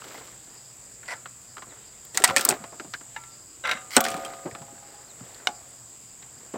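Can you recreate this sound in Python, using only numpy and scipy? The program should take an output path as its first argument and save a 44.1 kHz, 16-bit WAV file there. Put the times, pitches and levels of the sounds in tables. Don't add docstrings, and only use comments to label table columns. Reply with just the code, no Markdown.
import sys
import numpy as np
from scipy import signal
from scipy.io import wavfile

SR = 44100
rng = np.random.default_rng(int(sys.argv[2]) if len(sys.argv) > 2 else 0)


def bounce(signal):
    frames = np.transpose(np.atleast_2d(signal))
    limited = np.clip(frames, -1, 1)
    pcm = np.round(limited * 32767).astype(np.int16)
    wavfile.write(sys.argv[1], SR, pcm)


def gain_from_decibels(decibels):
    exponent = np.asarray(decibels, float) / 20
    return 10 ** exponent


N = 289737

# [f/Hz, level per Hz/dB]
AIR_COLOUR = [(20, -29), (45, -6.5), (150, -9), (600, -13.5), (2300, -19), (5500, -22.5), (10000, -44),
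              (16000, -14.5)]
# [loudest t/s, scrape level/dB, rustle re scrape/dB,
# time to rise 20 dB/s, time to fall 20 dB/s]
DRAG_STROKES = [(0.12, -48, -3, .55, .55), (1.135, -48, -18, .16, .11), (1.69, -55.5, -15, .3, .5),
                (2.146, -57, 13, .012, .4), (2.28, -46, 6, .06, .07), (2.35, -39, -16, .17, .12),
                (2.41, -43, 9, .04, .11), (2.516, -33.5, -9, .2, .065), (2.59, -50, -26, .06, .33),
                (3.97, -52, 3, .012, .6), (4.108, -39.5, -9, .28, .36), (4.95, -58.5, -7, 2.5, .6),
                (5.38, -53.5, -6, .8, .6), (6.43, -57, -14, .5, .8)]
# [t/s, peak level/dB, body f/Hz, crack re peak/dB]
TOOL_TAPS = [(0.018, -31, 1160, -33), (0.039, -37, 1340, -15), (0.075, -37, 1400, -18),
             (0.177, -35, 1330, -9), (0.279, -39, 1070, -18), (1.136, -31, 1400, -24),
             (1.256, -28.5, 1200, -36), (1.568, -30, 1150, -22), (1.580, -28.5, 1120, -21),
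             (2.049, -38, 1470, 1), (2.936, -20, 1560, -14), (3.1615, -29, 1800, -24),
             (3.166, -38, 870, -40), (3.236, -40, 2100, -8), (3.652, -25, 1570, -24),
             (3.672, -21, 2010, -15), (3.693, -15.5, 1330, -19), (3.712, -14.5, 2080, -19),
             (3.733, -22.5, 2080, -18), (3.769, -28.5, 1240, -27), (5.344, -36.5, 1490, 1)]
# [t/s, peak level/dB, body f/Hz, thud re peak/dB]
PALLET_KNOCKS = [(0.143, -32, 832, -15), (0.152, -35.5, 2030, -13), (1.03, -36.5, 1540, -25),
                 (1.621, -31.5, 1130, -20), (1.669, -40, 1300, -5), (2.638, -28, 1150, -16),
                 (2.722, -35.5, 802, -1), (2.797, -24.5, 1380, -14.5), (2.845, -34.5, 1080, 3),
                 (3.009, -37.5, 1350, -11), (4.334, -33.5, 1220, -14), (4.454, -25.5, 810, 8),
                 (4.466, -27, 802, 13), (4.511, -33, 1840, -16), (4.549, -27.5, 1230, -18),
                 (4.616, -37, 900, -18), (4.68, -41, 830, -18), (4.882, -41, 816, -10),
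                 (5.205, -40, 1280, -12), (5.399, -41, 1510, -12), (5.487, -27, 800, -16),
                 (6.537, -23, 1130, 10), (6.554, -26, 1140, 9)]
# [t/s, peak level/dB, body f/Hz, crack re peak/dB]
FAINT_TICKS = [(1.058, -44, 2000, -30), (2.285, -20, 900, -35), (4.334, -38, 2500, -8),
               (4.778, -43, 1500, -14), (4.83, -46, 1400, -25), (5.075, -47, 800, -25),
               (5.25, -46, 520, -30), (5.29, -44, 800, -14), (5.325, -43, 700, -30), (5.41, -43, 520, -30),
               (5.452, -40, 750, -20), (5.611, -43, 760, -25), (6.224, -38, 1820, -12),
               (6.43, -44, 510, -30)]
# [t/s, peak level/dB, body f/Hz, crack re peak/dB]
FIRST_STRAP_SLAPS = [(2.1445, -25, 1900, -4), (2.1515, -22, 1800, -10.5), (2.1722, -3, 1830, -2),
                     (2.2, -21, 520, -9), (2.22, -19.5, 1780, -13), (2.238, 2, 1100, 1),
                     (2.2418, 2.5, 1950, 0), (2.247, -8, 1880, -17.5), (2.275, -14, 2530, -9.5),
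                     (2.289, -16, 1200, -32), (2.298, -14, 800, -22), (2.306, -18, 1000, -22),
                     (2.362, -1, 1800, -5), (2.368, -7, 2300, -12), (2.38, -9.5, 2470, -9),
                     (2.393, -12.5, 1680, -10), (2.409, -13, 1350, 0), (2.419, -23, 1350, -10),
                     (2.45, -6, 1210, 2)]
# [t/s, peak level/dB, body f/Hz, crack re peak/dB]
BOARD_LANDINGS = [
    (2.484, -19.5, 802, -22.5),
    (2.488, 0.5, 1250, 7),
    (2.499, -8.5, 800, -0.5),
    (2.506, -12, 2540, -12),
    (2.512, -19, 821, 0),
    (2.523, -17.5, 802, -17),
    (2.538, -27, 895, -19),
    (3.9645, 5.5, 1650, -6),
    (3.969, -5.5, 776, -13),
    (3.978, -8, 826, -14),
]
# [t/s, peak level/dB, body f/Hz, crack re peak/dB]
SECOND_STRAP_SLAPS = [(3.988, -17, 872, -20), (4.004, -11, 1420, -9), (4.009, -17.5, 1130, -13),
                      (4.039, -18, 3200, -9), (4.05, -11.5, 1560, -19), (4.063, -14, 1900, -22),
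                      (4.074, -28, 800, -15), (4.083, -18, 2600, -11.5), (4.101, -21, 2000, -6),
                      (4.114, -22.5, 3000, -12), (4.141, -20, 1250, -17), (4.165, -25.5, 1110, -10),
                      (4.176, -28, 802, -16), (4.248, -24, 2600, -12), (4.261, -27.5, 1230, -16)]
# [f/Hz, width/Hz, level/dB]
TAP_EDGE = [(3770, 2070, 2.5), (5560, 1350, -4.5), (7600, 1100, -5.5)]
# [f/Hz, width/Hz, level/dB]
SNAP_EDGE = [(4500, 2500, 2.5), (8160, 1100, 12), (14000, 3500, -9)]
# [t/s, peak level/dB]
TIP_FLICKS = [(0.1431, -41), (0.5402, -38), (2.0502, -33), (2.1725, -17), (2.2383, -12), (2.2424, -15),
              (2.364, -19), (2.3924, -27), (2.4104, -28), (2.4487, -1.5), (2.4887, -14), (2.4984, -23),
              (2.5054, -27), (2.5124, -33), (3.692, -38), (3.712, -40), (3.9654, -21), (3.978, -26),
              (4.0053, -13), (4.0084, -17), (4.0392, -30), (4.0514, -29.5), (4.0734, -40), (4.0836, -34.5),
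              (4.1016, -34), (4.1154, -39), (4.147, -35), (4.2507, -38)]
# [f/Hz, level/dB, time to fall 60 dB/s]
CUTTER_MODES = [(894, 0, .13), (969, -13, .2), (1190, -14, .5), (1351, -10, .55), (1480, -13, .15),
                (1740, 5, .05), (2024, -8, .2), (2120, 5, .03), (2288, -8, .3), (2800, -2, .03),
                (3750, -7, .035)]
# [t/s, level/dB]
CUTTER_HITS = [
    (1.0735, -58),
    (1.1375, -46),
    (1.2575, -56),
    (3.1638, -36),
    (3.171, -43),
    (3.237, -51),
]
# [f/Hz, level/dB, time to fall 60 dB/s]
PLATE_MODES = [(818, 3, .19), (1240, -3, .08), (1010, -9, .07), (1530, -8, .07)]
# [t/s, level/dB]
PLATE_PATS = [(3.97, -32), (4.29, -47), (4.551, -46), (4.617, -46), (4.682, -47), (4.755, -53),
              (4.826, -49), (4.884, -51), (4.94, -53), (4.985, -53), (5.015, -54)]
# [start t/s, end t/s, last slips per s, last level/dB, swell/dB]
JAW_CREAKS = [
    (1.0755, 1.136, 295, -27, 3),
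    (3.902, 3.965, 450, -28, 11),
]
# [f/Hz, width/Hz, level/dB]
JAW_RINGS = [
    [(740, 130, -6), (980, 270, -5), (1450, 300, -4), (1960, 120, 4.5), (4660, 1450, -15.5),
     (7700, 1300, -19.5)],
    [(1400, 500, -7.5), (2100, 500, -1), (2900, 700, -6), (4100, 1500, -7), (8500, 2600, -14),
     (13060, 5000, -20)],
]
# [f/Hz, level/dB, time to fall 60 dB/s]
FRAME_MODES = [(229, -14, .7), (544, -14.5, 1.3), (685, -13.5, 1.6), (728, -0.5, 0.22), (758, -7, 0.85),
               (1421, -19, .8), (1130, -13, 0.58), (1229, -15.5, 1.29), (1343, -13.5, 0.36), (1502, -9, .3),
               (1590, -18, 0.38), (2395, -24, .5), (3410, -25, 0.6)]
# [f/Hz, level/dB, time to fall 60 dB/s]
PANEL_MODES = [(862, -5, 0.17), (1223, -9.5, 0.7), (1365, -0.5, .4), (1720, -5, .2), (2030, -11, 0.27),
               (2300, -13, 0.35), (3800, -16.5, 0.28)]
# [t/s, frame level/dB, panel level/dB]
STEEL_BLOWS = [(1.137, -62, -49), (1.57, -58, -56), (2.173, -35, -40.5), (2.24, -26.5, -29),
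               (2.3, -43, -45), (2.365, -42, -28.5), (2.49, -37.5, -50), (3.164, -74, -52),
               (3.652, -43, -31), (3.714, -43, -35.5), (3.966, -18.5, -32), (4.052, -34.5, -38),
               (4.143, -37.5, -66), (4.55, -47, -57), (5.472, -43, -48.5)]
# [t/s, f/Hz,
# level/dB, time to fall 60 dB/s]
TWANG_NOTES = [(1.6225, 1050, -35, .06), (2.1735, 950, -26, .04), (2.1735, 1950, -22, .04),
               (2.21, 400, -29, .1), (2.2395, 980, -12, .045), (2.2398, 1950, -11, .06),
               (2.31, 544, -29, .5), (2.364, 1800, -14, .05), (2.364, 560, -21, .07), (2.49, 420, -22, .1),
               (3.9665, 1480, -15, .07), (3.9665, 4300, -15, .03), (4.2515, 3200, -32, .05),
               (5.478, 830, -36, .25), (5.478, 715, -36, .25)]
# [t/s, length/s, start f/Hz, end f/Hz, level/dB]
WHISTLES = [
    (1.684, .05, 4500, 3200, -54.5),
    (5.07, .06, 4750, 3400, -54),
    (5.688, 0.0089, 10100, 8500, -47),
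    (5.705, .008, 10100, 8800, -50),
    (6.18, .03, 6750, 6750, -47),
    (6.264, .008, 9500, 8400, -51),
]
# [t/s, peak level/dB, f/Hz, time
# to fall 60 dB/s]
LOW_THUMPS = [(2.286, -29, 135, 0.13), (2.509, -30, 177, 0.12), (2.599, -36, 131, 0.15),
              (2.869, -42, 164, 0.08), (3.745, -36, 205, 0.086), (3.963, -10.5, 270, 0.08),
              (4.139, -27, 170, 0.08), (4.169, -28, 247, 0.099), (4.45, -24, 285, 0.1),
              (4.51, -38, 110, 0.089), (4.599, -36, 172, 0.13), (4.72, -42, 230, .2),
              (5.207, -32.5, 150, 0.066), (6.549, -38, 320, 0.08)]
# [t/s, level/dB]
RASP_LEVEL = [
    (3.637, -52),
    (3.6385, -26),
    (3.65, -23.5),
    (3.724, -21),
    (3.734, -31),
    (3.83, -51.5),
]
# [f/Hz, width/Hz, level/dB]
RASP_RINGS = [(552, 86, -3.5), (735, 50, -8.5), (1027, 60, -5), (1350, 51, -2.5), (1560, 70, 1),
              (2080, 94, -1), (2760, 200, -9), (3820, 140, -9), (5860, 200, -18)]
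# [f/Hz, width/Hz, level/dB]
SLAT_RINGS = [(770, 40, 1), (520, 220, -1), (1080, 250, 4), (1540, 250, 4), (2300, 400, 3), (2900, 400, 1),
              (3700, 700, 1), (5300, 1200, -2)]


def rms_one(x):
    return x / np.sqrt(np.mean(x ** 2) + 1e-20)


def peak_one(x):
    return x / np.max(np.abs(x))


def drift(rate):
    r = np.exp(-80 * np.pi * rate / SR)
    slow = signal.lfilter([1], [1, -2 * r, r * r], rng.standard_normal(N // 40 + 2002))[2000:]
    return np.interp(np.arange(N) / 40, np.arange(len(slow)), rms_one(slow - slow.mean()))


def resonance(x, hz, width_hz):
    r = np.exp(-np.pi * width_hz / SR)
    poles = [1, -2 * r * np.cos(2 * np.pi * hz / SR), r * r]
    return signal.lfilter([(1 - r * r) / 2, 0, (r * r - 1) / 2], poles, x)


def body(x, peaks):
    return sum((-1) ** k * gain_from_decibels(db) * resonance(x, hz, width) for k, (hz, width, db) in enumerate(peaks))


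def band(x, low_hz, high_hz):
    return signal.sosfilt(signal.butter(2, [low_hz, high_hz], "band", fs=SR, output="sos"), x)


def low_pass(x, hz):
    return signal.sosfilt(signal.ellip(10, .3, 60, hz, fs=SR, output="sos"), x)


def grains(per_s, spread_db):
    sizes = gain_from_decibels(spread_db * np.minimum(rng.exponential(1, N), 4)) * rng.choice([-1, 1], N)
    return sizes * (rng.random(N) < per_s / SR)


def ring(clicks, hz, t60):
    r, w = gain_from_decibels(-60 / (t60 * SR)), 2 * np.pi * hz / SR
    return signal.lfilter([0, np.sin(w)], [1, -2 * r * np.cos(w), r * r], clicks)


def air(patchy_db):
    murmur, edges = 0, 22 * 2 ** np.arange(0, 10, .5)
    white = rng.standard_normal((2, N))
    colour_hz, colour_db = np.transpose(AIR_COLOUR)
    for k, (low, high) in enumerate(zip(edges, edges[1:])):
        level_db = np.interp(np.log(low * high) / 2, np.log(colour_hz), colour_db)
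        flicker_db = patchy_db * drift(4) * (high < 4000)
        murmur = murmur + gain_from_decibels(level_db + flicker_db) * band(white[k % 2], low, high)
    hum_hz = 121.1
    hum = resonance(resonance(rng.standard_normal(N), hum_hz, 22), hum_hz, 22)
    return gain_from_decibels(-55.5) * rms_one(murmur) + gain_from_decibels(-62.5) * rms_one(hum)


def insects():
    cicada_hz, half_width_hz, cricket_hz = 7523, 520, 4880
    chorus = rng.standard_normal(N) * gain_from_decibels(0.85 * drift(150) + drift(1.7) / 2)
    cicadas = band(chorus, cicada_hz - half_width_hz, cicada_hz + half_width_hz)
    cicadas += 0.21 * resonance(chorus, cicada_hz, 2200)
    trill = rng.standard_normal(N) * gain_from_decibels(3.2 * drift(7.9) + 1.5 * drift(40))
    crickets = resonance(resonance(trill, cricket_hz, 560), cricket_hz, 560)
    return gain_from_decibels(-48) * rms_one(cicadas) + gain_from_decibels(-62) * rms_one(crickets)


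def drag():
    t = np.arange(N) / SR
    dull, bright = np.zeros((2, N))
    for s, scrape_db, rustle_db, rise, fall in DRAG_STROKES:
        stroke = gain_from_decibels(scrape_db - 20 * np.maximum((s - t) / rise, (t - s) / fall))
        dull = np.hypot(dull, stroke)
        bright = np.hypot(bright, gain_from_decibels(rustle_db) * stroke)
    scrape_peaks = [(342, 300, 4), (750, 550, 4), (1300, 630, 3), (2100, 790, -3)]   # f, width, dB
    rustle_peaks = [(3300, 3000, 0), (8060, 3000, -6), (13500, 5000, -8)]
    scrape = rms_one(body(grains(2500, 1.7), scrape_peaks))
    rustle = rms_one(body(grains(2200, 4.0), rustle_peaks))
    return dull * gain_from_decibels(2.9 * drift(40)) * scrape + bright * gain_from_decibels(1.9 * drift(60)) * rustle


def strap_rows(table, thud_db, follows, t60):
    return [(s, db, hz, thud_db - (1 - follows) * db, crack_db, t60 * (hz / 1000) ** .6)
            for s, db, hz, crack_db in table]


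def slaps(table, edge, thud_hz, thud_slower, crack_faster, width_share, spike, broad, click):
    out, t = np.zeros(N + 8192), np.arange(8192) / SR
    for s, peak_db, hz, thud_db, crack_db, t60 in table:
        noise = rng.standard_normal((3, len(t)))
        fall_db = -60 * t / np.clip(t60, .004, .2)
        jolt = spike * np.exp(-t / 0.00042)
        crack_fall = gain_from_decibels(fall_db * crack_faster) + .3 * gain_from_decibels(fall_db) + jolt
        crack = band(body(noise[0] * crack_fall, edge), 2700, 16800)
        burst = noise[1] * (gain_from_decibels(fall_db) + jolt) + click * (t == 0)
        narrow = resonance(resonance(burst, hz, width_share * hz), hz, hz)
        strap = narrow + broad * band(burst, 0.46 * hz, 2.64 * hz)
        push = noise[2] * gain_from_decibels(fall_db / thud_slower) * np.minimum(t / 0.0017, 1)
        thud = band(push, thud_hz, 798)
        mix = peak_one(strap) + gain_from_decibels(crack_db + 10.5) * peak_one(crack) + gain_from_decibels(thud_db + 8.5) * peak_one(thud)
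        at = round((s + 0.001307) * SR)
        out[at:at + len(t)] += gain_from_decibels(peak_db) * peak_one(mix)
    return out[:N]


def flicks():
    out, t = np.zeros(N), np.arange(2048) / SR
    for s, peak_db in TIP_FLICKS:
        fall = gain_from_decibels(-60 * t / 0.0087) + .2 * gain_from_decibels(-60 * t / .03)
        hiss = band(rng.standard_normal(len(t)) * fall, 12000, 17000)
        at = round((s + 0.0014) * SR)
        out[at:at + len(t)] += gain_from_decibels(peak_db - 1.2) * peak_one(hiss)
    return out


def struck(knocks, modes, spread_db):
    s, db = np.transpose(knocks)
    out = np.zeros(N)
    for hz, level_db, t60 in modes:
        clicks = np.full(N, 1e-18)
        clicks[np.round(s * SR).astype(int)] = gain_from_decibels(db + level_db + spread_db * rng.standard_normal(len(s)))
        flutter = gain_from_decibels(2.2 * drift(25))
        out += flutter * ring(clicks, hz, t60)
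    return band(out, 600, 6000)


def creaks():
    out = np.zeros(N)
    first_rate = 185
    for (start, end, last_rate, last_db, swell), jaw in zip(JAW_CREAKS, JAW_RINGS):
        share = np.linspace(0, 1, round((end - start) * SR))
        turns = np.cumsum(first_rate * (last_rate / first_rate) ** share) / SR
        at = np.flatnonzero(np.diff(np.floor(turns)))
        jitter = rng.standard_normal((64, 2))[:len(at)]
        swell_db = last_db - swell * (1 - share[at] ** 0.55) + 1.2 * jitter[:, 1]
        slips = np.full(8192, 1e-18)
        slips[at + (7.0 * share[at] * jitter[:, 0]).astype(int)] = gain_from_decibels(swell_db)
        scratch = signal.lfilter([1], [1, -.985], slips) * rng.standard_normal(len(slips))
        push = slips + .2 * scratch
        rung = sum(gain_from_decibels(db) * resonance(resonance(push, hz, w), hz, 3.2 * w) for hz, w, db in jaw)
        first = round(start * SR)
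        out[first:first + len(slips)] = gain_from_decibels(29) * rung
    return out


def steel():
    blows, out = np.array(STEEL_BLOWS), np.zeros(N)
    at = [round(s * SR) for s in blows[:, 0]]
    for blow_db, modes in ((blows[:, 1], FRAME_MODES), (blows[:, 2], PANEL_MODES)):
        for hz, level_db, t60 in modes:
            clicks = np.full(N, 1e-18)
            strength = gain_from_decibels(blow_db + level_db + rng.normal(0, 1.5, len(at)))
            clicks[at] = strength * rng.choice([-1, 1], len(at))
            waver = gain_from_decibels(1.2 * drift(6))
            out += waver * ring(clicks, hz, t60)
    return band(out, 190, 6000)


def twangs():
    out, t = np.zeros(N), np.arange(16384) / SR
    for s, hz, db, t60 in TWANG_NOTES:
        level = gain_from_decibels(db - 60 * t / t60) * np.minimum(t / .0006, 1)
        at = round(s * SR)
        out[at:at + len(t)] += level * np.sin(2 * np.pi * hz * t)
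    return out


def bird():
    out = np.zeros(N)
    for s, length, start_hz, end_hz, db in WHISTLES:
        share = np.linspace(0, 1, round(length * SR))
        tone = np.sin(2 * np.pi * np.cumsum(start_hz + (end_hz - start_hz) * share) / SR)
        at = round(s * SR)
        out[at:at + len(share)] = gain_from_decibels(db) * np.sin(np.pi * share) * tone
    return out


def boots():
    out, t = np.zeros(N + 8192), np.arange(8192) / SR
    for s, peak_db, hz, t60 in LOW_THUMPS:
        puff = rng.standard_normal(len(t)) * np.minimum(t / .006, 1) * gain_from_decibels(-60 * t / t60)
        thump = band(resonance(puff, hz, hz), 0.66 * hz, 1.6 * hz)
        at = round(s * SR)
        out[at:at + len(t)] += gain_from_decibels(peak_db - 2.5) * peak_one(thump)
    return out[:N]


def rasp():
    t = np.arange(N) / SR
    s, level_db = np.transpose(RASP_LEVEL)
    tooth_dip_db = 8 * ((t - 3.6505) / .0205 % 1)
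    stroke_db = np.interp(t, s, level_db, left=-120, right=-120)
    level = gain_from_decibels(stroke_db + 1.5 * drift(53) - tooth_dip_db)
    rung = body(grains(1800, 1.7), RASP_RINGS)
    return level * rms_one(band(band(rung, 440, 9000), 410, 12000))


def clack():
    t = np.arange(16384) / SR
    late = t - .0007
    fall = np.exp(-t / .0035) + .06 * np.exp(-t / .02)
    knock = (late > 0) * np.exp(-np.abs(late) / .00012) + .22 * rng.standard_normal(len(t)) * fall
    lag, dull, back = round(.00135 * SR), .5, .66
    feedback = np.r_[1, -dull, np.zeros(lag - 2), -back * (1 - dull)]
    bounced = signal.lfilter([1, -dull], feedback, knock)
    wood = sum(gain_from_decibels(db) * resonance(bounced, hz, width) for hz, width, db in SLAT_RINGS)
    tick = band(rng.standard_normal(len(t)) * np.exp(-t / 0.00086), 4000, 14000)
    out, at = np.zeros(N), round(5.4713 * SR)
    out[at:at + len(t)] = gain_from_decibels(-2) * (peak_one(band(wood, 350, 6600)) + .15 * peak_one(tick))
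    return out


def scene():
    whips = strap_rows(FIRST_STRAP_SLAPS, thud_db=-37, follows=.1, t60=.037)
    whips += strap_rows(BOARD_LANDINGS, thud_db=-18, follows=.7, t60=.031)
    whips += strap_rows(SECOND_STRAP_SLAPS, thud_db=-34, follows=.3, t60=.036)
    taps = strap_rows(TOOL_TAPS, thud_db=-32, follows=.8, t60=.042)
    # one crack setting of -25 dB for all, 60 dB fall in 50 ms
    taps += [(s, db, hz, thud_db, -25, .05) for s, db, hz, thud_db in PALLET_KNOCKS]
    ticks = strap_rows(FAINT_TICKS, thud_db=-25, follows=.9, t60=.04)
    near = slaps(whips, SNAP_EDGE, thud_hz=185, thud_slower=2.3, crack_faster=2.66,
                 width_share=0.14, spike=1.2, broad=.31, click=2.5)
    near += slaps(taps, TAP_EDGE, thud_hz=177, thud_slower=2.17, crack_faster=3.8,
                  width_share=.25, spike=0.93, broad=.17, click=2.5)
    near += slaps(ticks, TAP_EDGE, thud_hz=200, thud_slower=1.5, crack_faster=3.5,
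                  width_share=.2, spike=.9, broad=.2, click=3.0)
    near += flicks() + creaks() + rasp() + steel() + clack() + twangs()
    near += struck(CUTTER_HITS, CUTTER_MODES, spread_db=1.5)
    near += struck(PLATE_PATS, PLATE_MODES, spread_db=2.5)
    quiet = air(patchy_db=1.9) + insects() + drag() + bird() + boots()
    return (near + low_pass(quiet, 15850))[None]


def top_cut(x):
    return signal.sosfilt(signal.butter(12, 16520, fs=SR, output="sos"), x)


def record(dry):
    overloaded = np.clip(dry, -.82, .82)
    mix = low_pass(overloaded, 16400)
    return top_cut(mix)


dry = scene()
out = record(dry)
bounce(out)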